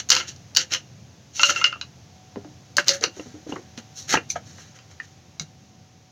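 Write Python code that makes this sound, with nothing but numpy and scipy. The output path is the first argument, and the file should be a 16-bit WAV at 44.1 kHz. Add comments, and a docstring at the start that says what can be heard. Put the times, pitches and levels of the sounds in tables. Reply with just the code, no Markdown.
"""Tablets are shaken about in a small plastic bottle and tipped into a hand; the bottle is then tapped and
knocked about. Single knocks, rough contacts that ring the bottle, stand out of showers of tiny collisions;
the air in the bottle hums along, and hard plastic adds damped pings and soft hollow thumps.
A brick porch adds a short echo of decaying noise, over a quiet outdoor hum of shaped noise and a faint whine;
a phone close by overloads on the sharpest clicks."""
import sys
import numpy as np
from scipy import signal
from scipy.fft import rfft, irfft
from scipy.io import wavfile
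from scipy.ndimage import uniform_filter1d

SR = 44100
rng = np.random.default_rng(int(sys.argv[2]) if len(sys.argv) > 2 else 0)


def store_wav(level_fs):
    """Save 16-bit WAV to argv[1]."""
    pcm = np.round(np.clip(np.atleast_2d(level_fs), -1, 1) * 32767)
    wavfile.write(sys.argv[1], SR, pcm.T.astype(np.int16))


N = 269495
TIME = np.arange(N) / SR  # s

# resonances of bottle and tablets, in order thud, base, wall, neck, two of the tablets:
# pitch_hz, nominal width_hz, level_db in a knock, closed_change_db once the bottle is closed
RESONANCES = [(434, 443, -2, 3.5), (1011, 225, -7, -3), (1596, 703, -0.5, 1.5), (2887, 334, -3.5, -3.5),
              (4480, 890, 0.5, 1), (6000, 1310, 1, 1.5)]
# single knocks of tablets and bottle: start_s, level_db, hardness (0 a padded thud, 1 tablet on tablet)
KNOCK_EVENTS = [(0.0893, -22, 1.2), (.094, -19, 1.2), (0.1033, -7, 1.02), (0.1165, -12.5, 0.81),
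                (0.1193, -12, 0.83), (.1273, -12, 1), (.151, -16.5, 1.02), (0.1652, -16.5, .7),
                (0.2015, -25, 0.63), (.209, -27.5, 0.66), (0.3618, -45, 1.08), (0.55, -21.5, 1.21),
                (0.5643, -18, 0.84), (0.5704, -12, 0.87), (0.7214, -27, 0.86), (.737, -15.5, 0.98),
                (0.7482, -21.5, 0.72), (1.395, -20, .6), (1.4328, -9.5, .78), (1.4944, -20.5, 0.6),
                (1.512, -29, 0.81), (1.561, -25.5, 0.66), (1.6139, -25, 0.57), (1.6421, -12.5, 0.71),
                (1.7265, -30, 0.53), (1.7602, -40, 0.14), (1.813, -29, 0.72), (2.3594, -32.5, 0.061),
                (2.447, -35, 0.14), (2.7686, -14.5, 1.09), (2.7832, -14, 0.6), (2.8445, -43, 1),
                (2.883, -15, .95), (2.8915, -14.5, 0.9), (3.0111, -36, .95), (3.039, -14, 0.72),
                (3.197, -32, 0.23), (3.523, -29, 0.2), (3.564, -32.5, 0.32), (3.777, -35.5, 0.76),
                (4.126, -24.5, 0.96), (4.1403, -14, 0.39), (4.1541, -16, 0.49), (4.173, -19.5, 0.2),
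                (4.3018, -33, 1.06), (4.3578, -24.5, .22), (4.584, -40.5, 0.34), (4.789, -44, 0.67),
                (5.0012, -38, 0.54), (5.3973, -28, 0.91), (5.411, -51, .5)]

# once the tablets are out the bottle is closed, and bare plastic adds more treble
CLOSED_S, CLOSED_TREBLE_DB = 2.2, 5
SNAP_HZ = 8500  # pitch that stands for the bright treble of a contact


def knocks(contact_s=.00065, soft_stretch=0.37, snap_db=-5.0):
    """Each knock is a brief rough contact; hardness and a random landing set how hard each resonance rings."""
    landing_spread_db = 1.5
    out, t = np.zeros(N), TIME[:SR // 30]
    attack = t < .004
    for start_s, level_db, hardness in KNOCK_EVENTS:
        push_s = contact_s * np.exp(soft_stretch * (1 - hardness))  # a softer contact lasts longer
        # the thin plastic gives way, so the force builds before it dies
        force = t / push_s * np.exp(-t / push_s)
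        closed = start_s > CLOSED_S
        sound = np.zeros(len(t))
        for hz, width_hz, ring_db, closed_db in RESONANCES:
            contact = rng.standard_normal(len(t)) * force
            pitch_hz = hz * np.exp(.03 * rng.standard_normal())
            # a core and a wider skirt
            mode = ring(contact, pitch_hz, width_hz) + ring(contact, pitch_hz, 1.6 * width_hz)
            mode_db = ring_db + closed * closed_db + push_db(hardness, hz)
            mode_db += landing_spread_db * rng.standard_normal()
            sound += undb(mode_db) * mode / np.std(mode[attack])
        # the hard edge of a tablet adds a bright snap
        snap = fizz(rng.standard_normal(len(t)) * force)
        bright_db = snap_db + closed * CLOSED_TREBLE_DB + push_db(hardness, SNAP_HZ)
        sound += undb(bright_db) * snap / np.std(snap[attack])
        add(out, start_s - push_s, undb(level_db) * sound)  # the force peaks at start_s
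    return out


def push_db(hardness, hz):
    """A contact pushes hardest at a pitch set by its hardness, and less for each octave away from it."""
    soft_hz, hard_hz = 424, 6900  # strongest pitch at hardness 0 and 1
    below_db_per_oct, above_db_per_oct = 8, 11
    octaves = np.log2(hz / soft_hz) - hardness * np.log2(hard_hz / soft_hz)
    return min(below_db_per_oct * octaves, -above_db_per_oct * octaves)


def slides(per_second=1600, spread_db=2.0, rub=0.25, thud_db=-10, thud_follow=0.94, base_db=-11,
           neck_db=-5, low_tablet_db=-8, high_tablet_db=-2, fizz_db=-8.5):
    """Tablets slide and fingers rub: showers of tiny random collisions, over a steady rub, swell and die away."""
    # tablets sliding, fingers rubbing on plastic: peak_s, fall_s, level_db, walls_db (share of the walls)
    slide_events = [(.002, 0.0093, -20, -10), (0.137, 0.084, -25, -2.5), (0.176, 0.068, -22.5, -7.5),
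                    (.291, 0.048, -32, -16.5), (.584, 0.038, -23.5, -9), (0.611, 0.037, -23.5, -10.5),
                    (0.733, 0.045, -22, -7.5), (1.377, 0.11, -27.5, -21), (1.417, 0.032, -22.5, -12.5),
                    (1.463, 0.087, -19, -21), (1.502, 0.032, -17, -8.5), (1.577, 0.14, -30.5, -5),
                    (1.665, 0.028, -30.5, -5), (2.795, .028, -30, 2), (2.88, 0.019, -27, -6),
                    (2.909, 0.029, -23, -8.5), (2.945, 0.043, -28, -10.5), (3.04, 0.026, -26, -1.5),
                    (3.18, 0.41, -47, -11), (3.509, 0.14, -43.5, -7), (3.788, 0.02, -39, -7.5),
                    (3.989, .12, -34.5, -21), (4.109, .045, -21, -11.5), (4.136, 0.033, -18.5, -5),
                    (4.175, .025, -46, -11), (4.314, 0.028, -27.5, -29), (4.369, 0.022, -42.5, 1.5),
                    (4.491, 0.34, -47, -13.5), (4.61, 0.12, -45, -10), (4.765, 0.03, -49, -4),
                    (4.919, 0.03, -49.5, -7.5), (5.04, .08, -51.5, -10), (5.422, 0.013, -39, -16)]
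    out = np.zeros(N)
    for peak_s, fall_s, level_db, walls_db in slide_events:
        rise_s = .028 * (fall_s / .05) ** .4  # longer slides build more slowly
        start_s = max(peak_s - 2 * rise_s, 0)
        t = start_s - peak_s + TIME[:SR * 3 // 4]
        # the thud follows the walls; the neck rings with both the walls and the tablets that strike it
        shares_db = [thud_db + thud_follow * walls_db, walls_db + base_db, walls_db,
                     walls_db / 2 + neck_db, low_tablet_db, high_tablet_db]
        hits = rng.random(len(t)) < per_second / SR
        sizes = hits * undb(spread_db * np.minimum(rng.exponential(size=len(t)), 3))
        grains = (sizes + rub) * rng.standard_normal(len(t))
        closed = peak_s > CLOSED_S
        treble_gain = undb(fizz_db + closed * CLOSED_TREBLE_DB)
        sound = treble_gain * fizz(grains) * swell(t, rise_s, fall_s, SNAP_HZ)
        for (hz, width_hz, _, closed_db), share_db in zip(RESONANCES, shares_db):
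            mode = unit(ring(grains, hz, 1.266 * width_hz))
            sound += undb(share_db + closed * closed_db) * mode * swell(t, rise_s, fall_s, hz)
        add(out, start_s, undb(level_db) * sound)
    return out


def swell(t, rise_s, fall_s, hz):
    """A slide's level at one pitch: up 20 dB over the rise, down 20 dB over the fall, the treble sooner."""
    fall_s = fall_s * (3000 / hz) ** 0.16
    return undb(-20 * np.where(t < 0, (t / rise_s) ** 2, t / fall_s))


def bottle_air(rattle, ring_s=.018, wander=0.0087):
    """The rattle rings the air in the bottle: one pure wandering low note, and standing waves along the tube."""
    # spells in which the air sounds: start_s, end_s, pitch_hz of the lowest note, its air_db, tube_db
    air_spells = [(0.096, 0.243, 519.5, -47, -39), (.56, 0.792, 520, -52.5, -65),
                  (1.378, 1.538, 576.5, -41.5, -34), (1.561, 1.734, 570, -55, -33.5),
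                  (2.759, 2.793, 578, -33, -54.5), (2.884, 2.971, 558, -33, -54.5)]
    # standing waves along the bottle: pitch_hz, width_hz, level_db against each other
    tube_modes = [(1342, 48, 8), (2105, 75, 2.5), (2833, 116, -8.5), (5010, 160, -14)]
    out = np.zeros(N)
    for start_s, end_s, hz, air_db, tube_db in air_spells:
        shaken = rattle[int(start_s * SR):int(end_s * SR)]
        drive = np.pad(np.tanh(shaken / 0.14), (0, SR // 4))
        # the lowest note stores the energy of the collisions and lets it go slowly
        stored = signal.lfilter([1], [1, -np.exp(-1 / (ring_s * SR))], np.abs(drive))
        pitch_hz = hz * (1 + wander * walk(60)[:len(drive)])
        air = stored * np.sin(2 * np.pi * np.cumsum(pitch_hz) / SR)
        tube = np.zeros(len(drive))
        for mode_hz, width_hz, mode_db in tube_modes:
            tube += undb(mode_db) * resonate(resonate(drive, mode_hz, width_hz), mode_hz, 450)
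        for sound, level_db in ((air, air_db), (tube, tube_db)):
            add(out, start_s, undb(level_db) * sound / np.std(sound[:len(shaken)]))
    return out


def pings(grip_db=-14, grip_shift=.015):
    """Hard plastic rings on: single pings, the high ones briefer, and the whole shell at each knock."""
    # knocks that leave a clear ping, its pitch set by the spot and the grip: start_s, peak_db, pitch_hz
    ping_events = [(1.757, -34.5, 1223), (1.813, -20.5, 4010), (1.83, -41.5, 1130), (2.783, -10, 1610),
                   (3.038, -10.5, 5970), (3.196, -38.5, 2760), (3.523, -30, 2864), (3.524, -32, 786),
                   (3.56, -26, 1120), (4.141, -13.5, 877), (4.153, -18, 757), (4.173, -19.5, 2420),
                   (4.172, -20.5, 2755), (4.302, -13, 6060), (4.302, -28, 2340), (4.358, -22.5, 710),
                   (4.358, -26.5, 1280), (5, -24.5, 1810), (5.397, -33, 2190), (5.397, -30, 4880)]
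    # what every knock rings in the shell: pitch_hz, level_db against the knock, t60_s
    shell_modes = [(1398, 4.5, 0.078), (2796, 2, .08), (2800, -7, 0.24)]
    # while the bottle is tipped and held loosely its shell rings freely; a firm grip damps it: start_s, end_s
    tipped_span = (1.38, 1.74)
    rows = []
    for start_s, peak_db, hz in ping_events:
        t60_s = 0.037 * (2010 / hz) ** 0.17
        rows.append((start_s, peak_db, hz, t60_s))
    for start_s, level_db, hardness in KNOCK_EVENTS:
        held_db = 0 if tipped_span[0] < start_s < tipped_span[1] else grip_db
        shift = 1 + grip_shift * rng.standard_normal()  # the pitch shifts with the grip
        for hz, mode_db, t60_s in shell_modes:
            shell_db = level_db + held_db + mode_db + push_db(hardness, hz)
            rows.append((start_s, shell_db, hz * shift, t60_s))
    return notes(rows, push_s=0.00024, sag=0.012, rough=0.48)


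def thumps(t60_s=0.071, firm_db=-24, stretch_per_db=0.09):
    """The hand pushes softly on the hollow bottle; a light touch lets it ring longer than a firm one."""
    # soft hollow thumps of the bottle in the hand: start_s, peak_db, pitch_hz
    thump_events = [(2.359, -28, 292), (2.369, -26.5, 229), (2.370, -32, 407), (2.448, -36.5, 307),
                    (3.010, -29, 456), (3.039, -8, 454), (3.07, -25, 339), (3.167, -33, 371),
                    (3.194, -23, 315), (3.258, -32, 245), (3.341, -35, 309), (3.465, -29.5, 325),
                    (3.491, -23.5, 298), (3.521, -18, 290), (3.533, -18, 305), (3.563, -26, 355),
                    (3.584, -34.5, 357), (3.777, -32, 230), (4.139, -16, 282), (4.154, -20, 154),
                    (5.406, -31.5, 157)]
    rows = []
    for start_s, peak_db, hz in thump_events:
        rows.append((start_s, peak_db, hz, t60_s * np.exp(stretch_per_db * (firm_db - peak_db))))
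    return notes(rows, push_s=0.0018, sag=0.023, rough=0.41)


def notes(rows, push_s, sag, rough):
    """Damped notes of the gripped plastic, a sine plus rough noise; each sags a little as the fingers settle."""
    out, t = np.zeros(N), TIME[:SR // 5]
    for start_s, level_db, hz, t60_s in rows:
        pitch_hz = hz * (1 + sag * (np.exp(-t / 0.007) - .5))
        tone = np.sin(2 * np.pi * np.cumsum(pitch_hz) / SR)
        flex = unit(ring(rng.standard_normal(len(t)), hz, 290))
        envelope = (1 - np.exp(-t / push_s)) * np.exp(-np.log(1000) * t / t60_s)
        add(out, start_s, undb(level_db) * envelope * (tone + rough * flex))
    return out


def porch(x, wet_db, build_s=0.0008, t60_s=0.12):
    """Close brick walls, floor and roof return a dense, short echo: noise that builds fast and decays."""
    t = TIME[:SR // 3]
    build = 1 - np.exp(-(t / build_s) ** 2)
    echo = rng.standard_normal(len(t)) * build * np.exp(-np.log(1000) * t / t60_s)
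    return x + undb(wet_db) * signal.fftconvolve(x, echo / np.sqrt(np.sum(echo ** 2)))[:N]


def outdoors(level_db=-46.5, waver_db=1.15):
    """A wavering rumble of distant traffic and an even hiss, both shaped noise, and a faint drifting whine."""
    # colour of the background: pitch_hz, density_db (per Hz, relative)
    background_colour = [(30, -53.5), (48, -32.5), (64, -15.5), (85, 1), (125, 1.5), (180, -4.5),
                         (260, -10.5), (400, -16.5), (700, -17), (1200, -24.5), (3000, -24.5),
                         (4800, -24.5), (6400, -20), (7600, -26)]
    # slow level change of the background: time_s, change_db
    background_swell = [(0, 0.5), (1.2, -1.8), (4.3, 0.1), (6.1, -5)]
    # a faint far-off whine: time_s, pitch_hz, peak level_db
    whine_track = [(1.9, 706, -70), (2.201, 735, -55.5), (2.6, 752, -63.5), (3.3, 752, -60),
                   (3.949, 753, -57.5), (4.3, 755, -63)]
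    hz = np.maximum(np.arange(N // 2 + 1) * SR / N, 1)
    points_hz, points_db = np.transpose(background_colour)
    colour_db = np.interp(np.log(hz), np.log(points_hz), points_db)
    noise = irfft(rfft(rng.standard_normal(N)) * undb(colour_db), N)
    rumble = signal.sosfiltfilt(signal.butter(2, 400, fs=SR, output='sos'), noise)
    background = unit(noise + rumble * (undb(waver_db * walk(3.7)) - 1))  # only the rumble wavers
    swell_db = np.interp(TIME, *np.transpose(background_swell))
    time_s, whine_hz, whine_db = np.transpose(whine_track)
    pitch_hz = np.interp(TIME, time_s, whine_hz) * (1 + 0.0099 * walk(22))
    whine = undb(np.interp(TIME, time_s, whine_db)) * np.sin(2 * np.pi * np.cumsum(pitch_hz) / SR)
    return background * undb(level_db + swell_db) + whine


def undb(db):
    """Decibels to gain."""
    return 10 ** (np.asarray(db) / 20)


def unit(x):
    """Scale to rms 1."""
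    return x / np.sqrt(np.mean(x ** 2) + 1e-20)


def add(track, start_s, sound):
    """Mix a sound into a track at a time."""
    i = max(int(start_s * SR), 0)
    track[i:i + len(sound)] += sound[:max(N - i, 0)]


def resonate(x, hz, width_hz):
    """One resonance, gain 1 at its centre."""
    return signal.lfilter(*signal.iirpeak(hz, hz / width_hz, fs=SR), x)


def ring(x, hz, width_hz):
    """A pair of coupled resonances: a broad top with steep sides."""
    half = np.exp(width_hz / hz / 2)
    return signal.sosfilt(signal.butter(2, [hz / half, hz * half], 'bandpass', fs=SR, output='sos'), x)


def brightest(x, edge_hz=7500):
    """The treble above the tablet resonances."""
    return signal.sosfilt(signal.butter(4, edge_hz, 'highpass', fs=SR, output='sos'), x)


def fizz(x, top_hz=11500):
    """The treble of small collisions, which thins out towards the top, at rms 1."""
    return unit(signal.sosfilt(signal.butter(2, top_hz, fs=SR, output='sos'), brightest(x)))


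def walk(rate):
    """Smooth random drift at rms 1, from `rate` random steps a second."""
    k = int(SR / rate)
    steps = np.repeat(rng.standard_normal(N // k + 1), k)
    return unit(uniform_filter1d(steps, k)[:N])


def scene():
    """Rattle, bottle air, pings and thumps on the porch, over the outdoors."""
    rattle = porch(knocks(), wet_db=-3.5) + porch(slides(), wet_db=-7.0)
    plastic = porch(pings() + thumps(), wet_db=-7.5)
    return (rattle + bottle_air(rattle) + plastic + outdoors())[None]


def record(dry, knee_hz=7050, treble_db=-19, top_hz=15900):
    """The phone passes little above its treble knee, clips the sharpest peaks and cuts the top."""
    body = signal.sosfiltfilt(signal.butter(10, knee_hz, fs=SR, output='sos'), dry)
    clipped = np.clip(body + undb(treble_db) * (dry - body), -1, 1)
    return signal.sosfilt(signal.ellip(8, .2, 70, top_hz, fs=SR, output='sos'), clipped)


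dry = scene()
out = record(dry)
store_wav(out)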